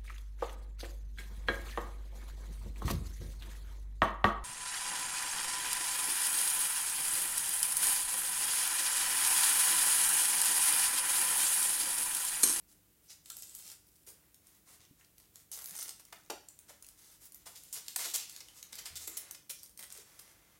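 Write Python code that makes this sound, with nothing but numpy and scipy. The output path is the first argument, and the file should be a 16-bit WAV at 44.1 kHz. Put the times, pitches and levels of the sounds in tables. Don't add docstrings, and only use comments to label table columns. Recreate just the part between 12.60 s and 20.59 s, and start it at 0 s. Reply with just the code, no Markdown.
import sys
import numpy as np
from scipy import signal
from scipy.fft import rfft, irfft
from scipy.io import wavfile

SR = 44100
rng = np.random.default_rng(int(sys.argv[2]) if len(sys.argv) > 2 else 0)


def persist_wave(psi):
    counts = np.round(np.clip(psi, -1, 1) * 32767).astype(np.int16)
    wavfile.write(sys.argv[1], SR, np.atleast_2d(counts).T)


N = 352359
TOP_HZ = 16000
PEEL_CLUMPS_PER_S, RIP_CLUMPS_PER_S = 230, 600

# start_s, length_s, level_db, pitch_hz, tug_vs_hooks_db
RIPS = [(.494, 0.032, -54, 5840, -17), (0.7, 0.0042, -38, 6900, -33), (0.826, 0.013, -52.5, 5800, -30),
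        (1.463, 0.037, -53, 9900, -17.5), (2.917, 0.034, -45.5, 8700, -30),
        (3.151, 0.0064, -45, 10100, -13), (3.186, 0.013, -45.5, 10300, -16.5),
        (3.226, 0.0045, -37, 10100, -19.5), (3.394, 0.013, -55.5, 7800, -10),
        (3.524, 0.0071, -51, 8100, 0.5), (3.6998, 0.0072, -38.5, 4070, -14),
        (4.081, 0.029, -56, 6940, -8.5), (4.856, 0.026, -50, 7150, -13), (4.952, 0.021, -51, 7150, -19.5),
        (5.126, 0.023, -41, 9500, -26), (5.3602, 0.0037, -27.5, 8600, -15.5),
        (5.384, 0.041, -41.5, 8570, -10.5), (5.438, 0.023, -39.5, 6260, -13.5),
        (5.5367, 0.02, -32, 7430, -19), (5.804, 0.0072, -47, 4500, -15.5), (6.125, 0.0083, -46, 6850, -12),
        (6.182, 0.013, -44, 5730, -15), (6.253, 0.019, -44, 5360, -14.5), (6.357, 0.021, -43.5, 7040, -20),
        (6.47, 0.014, -43.5, 9200, -13.5), (6.569, 0.0086, -35, 10000, -20),
        (6.746, 0.0072, -50, 4900, -10), (6.894, 0.018, -40.5, 9300, -21), (7.191, .0048, -43, 8200, -14.5),
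        (7.5907, 0.0069, -49, 7360, -13)]


def rips(rows=RIPS):
    hooks, tug = np.zeros(N), np.zeros(N)
    for start_s, length_s, level_db, pitch_hz, tug_vs_hooks_db in rows:
        clicks = avalanche(length_s, level_db)
        add(hooks, start_s, twang(clicks, pitch_hz))
        add(tug, start_s, through_strap(clicks) * from_db(tug_vs_hooks_db))
    return np.array([hooks, tug])


# start_s, level_db, pitch_hz
SNAPS = [(.658, -47.5, 6900), (.7678, -40.5, 9560), (.785, -45, 11000), (0.822, -40.5, 10500),
         (.95, -38.5, 11600), (.985, -48, 11500), (1.7438, -51.5, 8450), (1.869, -53, 11000),
         (2.446, -57.5, 6570), (2.581, -51.5, 10300), (2.7566, -45, 9500), (2.9154, -38.5, 11200),
         (2.967, -47, 8400), (3.042, -40, 11500), (3.058, -37, 11400), (3.086, -44, 10860),
         (3.108, -40, 9940), (3.292, -37.5, 7620), (3.451, -49, 8950), (3.8854, -50, 9700),
         (3.9894, -48, 10500), (4.2241, -45.5, 9400), (4.245, -52, 4840), (4.265, -49, 9500),
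         (4.287, -47.5, 9200), (4.721, -49, 11100), (4.745, -44, 12400), (5.0355, -49, 11000),
         (5.282, -34.5, 6760), (5.696, -41.5, 7700), (5.762, -40.5, 6000), (5.8847, -48, 5300),
         (6.0274, -41, 6650), (6.154, -41, 10540), (6.3551, -41, 8800), (6.475, -34.5, 9100),
         (6.71, -37, 8450), (6.901, -38, 6500), (7.0317, -42.5, 11000), (7.1745, -44.5, 8500),
         (7.226, -42, 7500), (7.324, -42.5, 11000)]


def snaps(length_s=.0022, tug_vs_hooks_db=-24.5):
    return rips([(start_s, length_s, level_db, pitch_hz, tug_vs_hooks_db)
                 for start_s, level_db, pitch_hz in SNAPS + stray_snaps()])


# start_s, length_s, level_db, pitch_hz, tug_db, crackle (0 = sliding, 1 = peeling)
STROKES = [(.07, 0.052, -65.5, 7800, -83, 0.17), (0.413, 0.12, -69.5, 8000, -85, 0.35),
           (0.648, 0.38, -59, 8000, -78, 0.47), (1.023, 0.093, -53, 7800, -71.5, .3),
           (1.229, 0.31, -72.5, 9500, -105, 1), (1.522, 0.16, -79, 9700, -81.5, .1),
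           (1.826, 0.14, -69.5, 7700, -80, .2), (2.052, 0.092, -61.5, 8260, -72, 0.085),
           (2.192, 0.048, -64.5, 5350, -73, 0.6), (2.369, 0.044, -69.5, 8000, -77.5, .2),
           (2.555, 0.096, -69.5, 6400, -83, 0.74), (2.728, 0.085, -66, 8500, -79.5, 0.34),
           (2.92, .21, -54, 9400, -67, 0.78), (3.126, .165, -52, 7700, -65, 0.74),
           (3.324, 0.62, -72, 7860, -82, 0.9), (3.98, 0.35, -75, 6570, -81.5, .4),
           (4.358, 0.19, -62.5, 7600, -77, 0.11), (4.597, 0.058, -56.5, 9300, -72, 0.21),
           (4.728, 0.094, -70.5, 5900, -79.5, .2), (4.87, 0.49, -62, 7230, -80, 0.31),
           (5.134, 0.032, -46.5, 6340, -59.5, .3), (5.229, .11, -60, 6700, -77, 0.56),
           (5.36, 0.14, -45, 6100, -77, 0.47), (5.541, 0.089, -48.5, 5370, -70, 0.29),
           (5.659, 0.12, -57, 6270, -72, .3), (5.8, 0.36, -67, 6860, -76, .3),
           (5.938, 0.049, -57.5, 7200, -77, 0.16), (6.121, .22, -63.5, 5800, -69.5, 0.35),
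           (6.38, 0.055, -50.5, 7860, -65.5, 0.24), (6.472, .23, -65, 6200, -67.5, 0.11),
           (6.979, 0.11, -56.5, 9200, -74.5, 0.96), (7.167, 0.08, -56, 8400, -66.5, 0.62),
           (7.289, 0.12, -57, 7140, -68, 0.57), (7.438, 0.28, -66, 7900, -72, 0.2),
           (7.719, 0.24, -74, 7260, -75, 0.16)]


def strokes(fade_in_s=.028, fade_out_s=.04, surge_db=5):
    hooks, tug = np.zeros(N), np.zeros(N)
    t = np.arange(SR) / SR
    for start_s, length_s, level_db, pitch_hz, tug_db, crackle in STROKES:
        pull = np.clip(t / fade_in_s, 0, 1) * np.clip(1 - (t - length_s) / fade_out_s, 0, 1)
        pull *= from_db(surge_db * crackle * surges(t))
        grains = pull * rng.standard_normal(len(t))
        grains *= clumps(len(t), PEEL_CLUMPS_PER_S, steady_share=1 - crackle)
        add(hooks, start_s, twang(grains, pitch_hz) * from_db(level_db))
        add(tug, start_s, through_strap(grains) * from_db(tug_db))
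    return np.array([hooks, tug])


def stray_snaps(peeling_per_s=20, boost_db=5, spread_db=4, tries=24):
    rows = []
    for start_s, length_s, level_db, pitch_hz, _, crackle in STROKES:
        chance = peeling_per_s * crackle * length_s / tries
        for luck, when, force in zip(rng.random(tries), rng.random(tries), rng.standard_normal(tries)):
            if luck < chance:
                snap_db = level_db + boost_db + spread_db * force
                rows.append((start_s + when * length_s, snap_db, 2 * pitch_hz))
    return rows


def avalanche(length_s, level_db, hooks_per_s=14000):
    size = int(length_s * SR * 3) + 2
    progress = np.arange(size) / (length_s * SR)
    swell = progress ** .47 * np.exp(-progress ** 2)
    swell *= clumps(size, RIP_CLUMPS_PER_S, steady_share=.55)
    force = uneven_force(size, spread_db=2)
    lets_go = rng.random(size) < hooks_per_s / SR
    clicks = lets_go * force * rng.choice([-1, 1], size) * swell
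    return clicks * np.sqrt(length_s * SR / (np.sum(clicks ** 2) + 1e-12)) * from_db(level_db)


def clumps(size, per_s, steady_share, fade_s=.0007):
    chance = per_s / SR
    force = uneven_force(size, spread_db=5.5)
    jumps = (rng.random(size) < chance) * force ** 2 / chance
    keep = np.exp(-1 / (fade_s * SR))
    power = signal.lfilter([1 - keep], [1, -keep], jumps + 1e-18)
    return np.sqrt(steady_share + (1 - steady_share) * power)


def uneven_force(size, spread_db):
    return rms_one(from_db(spread_db * np.clip(rng.standard_normal(size), -2, 2)))


def surges(t, per_s=36, count=200):
    turns_s = np.cumsum(rng.uniform(.5, 1.5, count)) / (2 * per_s)
    swings = rng.random(count) ** .5 * (-1.) ** np.arange(count)
    return np.interp(t, turns_s, swings)


def twang(clicks, pitch_hz, ring_db=-21):
    tick = resonate(np.pad(clicks, (0, 256)), pitch_hz, sharpness=.69)
    tick = signal.lfilter(*signal.butter(2, .33 * pitch_hz, "high", fs=SR), tick)
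    pitches = pitch_hz * np.exp(.363 * rng.standard_normal(3))
    rings = sum((-1) ** k * resonate(tick, hz, sharpness=9) for k, hz in enumerate(pitches))
    return tick + from_db(ring_db) * rings


# start_s, end_s, level_db, start_hz, end_hz
ZIPS = [(0.478, 0.534, -57.5, 5570, 6470), (0.641, 1.034, -60, 7700, 7900),
        (2.984, 3.125, -57, 12800, 9970), (3.149, 3.227, -48.5, 9100, 9120),
        (3.156, 3.265, -52.5, 5900, 6100), (3.886, 3.889, -44.5, 8000, 7800),
        (6.127, 6.19, -56, 5100, 4400), (6.379, 6.588, -56.5, 7800, 7000), (6.909, 7.08, -66, 5450, 5800)]


def zips(block=128):
    out = np.zeros(N)
    for start_s, end_s, level_db, start_hz, end_hz in ZIPS:
        size = max(int((end_s - start_s) * SR), block)
        progress = np.linspace(0, 1, size)
        swell = rms_one(np.sqrt(progress * (1 - progress))) * from_db(level_db)
        grains = swell * rng.standard_normal(size) * clumps(size, PEEL_CLUMPS_PER_S, steady_share=.25)
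        for i in range(0, size, block):
            pitch_hz = start_hz + (end_hz - start_hz) * progress[i]
            piece = np.pad(grains[i:i + block], (0, block))
            add(out, start_s + i / SR, resonate(piece, pitch_hz, sharpness=7))
    return out


def through_strap(clicks):
    return clicks * rng.choice([-1, 1], len(clicks))


# pitch_hz, relative_db
CASE_NOTES = [(331, 8), (419, -10), (479, -5), (588, -7.5), (739, -8), (875, -35), (902, -7), (1066, -11),
              (1250, -5.5), (1367, 9)]


def case(tug, blows, panel_hz=2075, ring_s=.068):
    rasp = band(tug, 433, 2190, order=1)
    rasp = signal.lfilter(*signal.butter(2, 257, "high", fs=SR), rasp)
    rasp += from_db(-19) * resonate(rasp, panel_hz, sharpness=9.1)
    force = from_db(-63) * rasp + from_db(-50) * blows
    notes = np.zeros(N)
    for pitch_hz, relative_db in CASE_NOTES:
        wall_speed = np.gradient(ring(force, pitch_hz, ring_s)) * SR / (2 * np.pi * pitch_hz)
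        notes += from_db(relative_db) * wall_speed
    bass_cut = signal.butter(4, 285, "high", fs=SR, output="sos")
    return signal.sosfilt(bass_cut, rasp + blows + notes)


# start_s, contact_s,
# level_db, pitch_hz
KNOCKS = [(.701, 0.0064, -58, 1330), (1.471, 0.037, -70.5, 503), (2.073, 0.022, -73, 1060),
          (2.411, 0.0047, -63, 2050), (3.526, 0.0035, -52.5, 1280), (3.6998, 0.0015, -34, 593),
          (3.706, 0.012, -44, 760), (3.711, 0.02, -56, 516), (4.104, 0.0085, -62, 613),
          (4.863, 0.02, -58.5, 970), (5.361, 0.0035, -48.5, 836), (5.392, 0.026, -61, 693),
          (5.452, 0.016, -53.5, 734), (6.475, 0.0071, -57.5, 387), (6.899, 0.0033, -45.5, 3140),
          (7.384, 0.0085, -61.5, 450)]


def knocks():
    out = np.zeros(N)
    t = np.arange(SR // 10) / SR
    for start_s, contact_s, level_db, pitch_hz in KNOCKS:
        contact = rng.choice([-1., 1.], len(t)) * np.exp(-t / contact_s)
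        force = resonate(contact, pitch_hz, sharpness=3.3)
        add(out, start_s, force * np.sqrt(contact_s * SR / np.sum(force ** 2)) * from_db(level_db))
    return out


# start_s, level_db, pitch_hz, ring_s
BUMPS = [(2.194, -64, 101, .3), (2.309, -52, 137, 0.038), (2.311, -59, 285, 0.11), (3.118, -58, 183, 0.18),
         (6.128, -66, 220, 0.14), (6.306, -57.5, 77.7, 0.82), (6.33, -56.5, 135, 0.13),
         (7.191, -69, 210, 0.19)]


def bumps():
    out = np.zeros(N)
    for start_s, level_db, pitch_hz, ring_s in BUMPS:
        add(out, start_s, from_db(level_db) * ring(signal.unit_impulse(SR // 2), pitch_hz, ring_s))
    return out


# pitch_hz, ring_s (time to fade by 60 dB), echo_vs_direct_db
ECHOES = [(193, 0.16, 5), (760, 0.39, -4.5), (2400, 0.36, 0), (6240, 0.4, -5), (9700, 0.29, -2),
          (14900, 0.2, -0.5)]


def echoes(gap_s=.00082, build_s=.0019):
    t = np.arange(int(SR * .55)) / SR
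    onset = np.clip((t - gap_s) / build_s, 0, 1)
    edges_hz = np.geomspace(100, 18000, 11)
    out = np.zeros(len(t))
    for low, high in zip(edges_hz, edges_hz[1:]):
        middle_hz = np.sqrt(low * high)
        fade = np.exp(-np.log(1000) * t / at_hz(ECHOES, middle_hz))
        tail = rms_one(band(rng.standard_normal(len(t)), low, high, order=4) * fade * onset)
        band_share = (high - low) / (SR / 2)
        out += tail * from_db(at_hz(ECHOES, middle_hz, column=2)) * np.sqrt(band_share / len(t))
    return out


def room(sound, stretches=14):
    out, size = np.zeros(N), N // stretches + 1
    for i in range(0, N, size):
        add(out, i / SR, signal.fftconvolve(sound[i:i + size], echoes()))
    return out


# pitch_hz, relative_db
AIR = [(25, -25), (36, -11), (48, 5), (80, -6), (120, -5), (200, -2), (250, -10.5), (320, -5.5), (420, -11),
       (900, -18), (2000, -18.5), (5000, -20.5), (12000, -14), (16000, -12.5)]
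# pitch_hz, level_db
HUM = [(50, -95), (75.4, -84.5), (100, -82.5), (148, -85.5), (299, -84)]


def still_air(hiss_db=-66):
    t = np.arange(N) / SR
    pitches = np.maximum(np.fft.rfftfreq(N, 1 / SR), 1)
    hiss = rms_one(irfft(rfft(rng.standard_normal(N)) * from_db(at_hz(AIR, pitches)), N))
    hum = sum(from_db(db) * np.sqrt(2) * np.sin(2 * np.pi * (hz * t + rng.random())) for hz, db in HUM)
    return from_db(hiss_db) * hiss + hum


def from_db(db):
    return 10 ** (np.asarray(db) / 20)


def rms_one(x):
    return x / np.sqrt(np.mean(x ** 2) + 1e-20)


def at_hz(table, hz, column=1):
    table = np.array(table)
    return np.interp(np.log(hz), np.log(table[:, 0]), table[:, column])


def band(x, low_hz, high_hz, order):
    sos = signal.butter(order, [low_hz, high_hz], "band", fs=SR, output="sos")
    return signal.sosfilt(sos, x + 1e-18) * np.sqrt(SR / 2 / (high_hz - low_hz))


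def resonate(x, hz, sharpness):
    angle = 2 * np.pi * min(hz, TOP_HZ) / SR
    damping = np.sin(angle) / (2 * sharpness)
    feed = np.sqrt(damping * (1 + damping)) * np.array([1, 0, -1])
    return signal.lfilter(feed, [1 + damping, -2 * np.cos(angle), 1 - damping], x + 1e-18)


def ring(clicks, hz, ring_s):
    keep = np.exp(-np.log(1000) / (ring_s * SR))
    angle = 2 * np.pi * hz / SR
    return signal.lfilter([0, np.sin(angle)], [1, -2 * keep * np.cos(angle), keep ** 2], clicks + 1e-18)


def add(track, start_s, sound):
    start = max(round(start_s * SR), 0)
    track[start:start + len(sound)] += sound[:max(N - start, 0)]


def scene():
    background = still_air()
    hooks, tug = strokes() + rips() + snaps()
    direct = hooks + zips() + case(tug, knocks())
    return (direct + room(direct) + bumps() + background)[None]


def record(dry, dull_above_hz=17200):
    dulled = signal.lfilter(*signal.butter(1, dull_above_hz, fs=SR), dry)
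    return signal.sosfilt(signal.ellip(12, .1, 80, TOP_HZ, fs=SR, output="sos"), dulled)


dry = scene()
out = record(dry)
persist_wave(out)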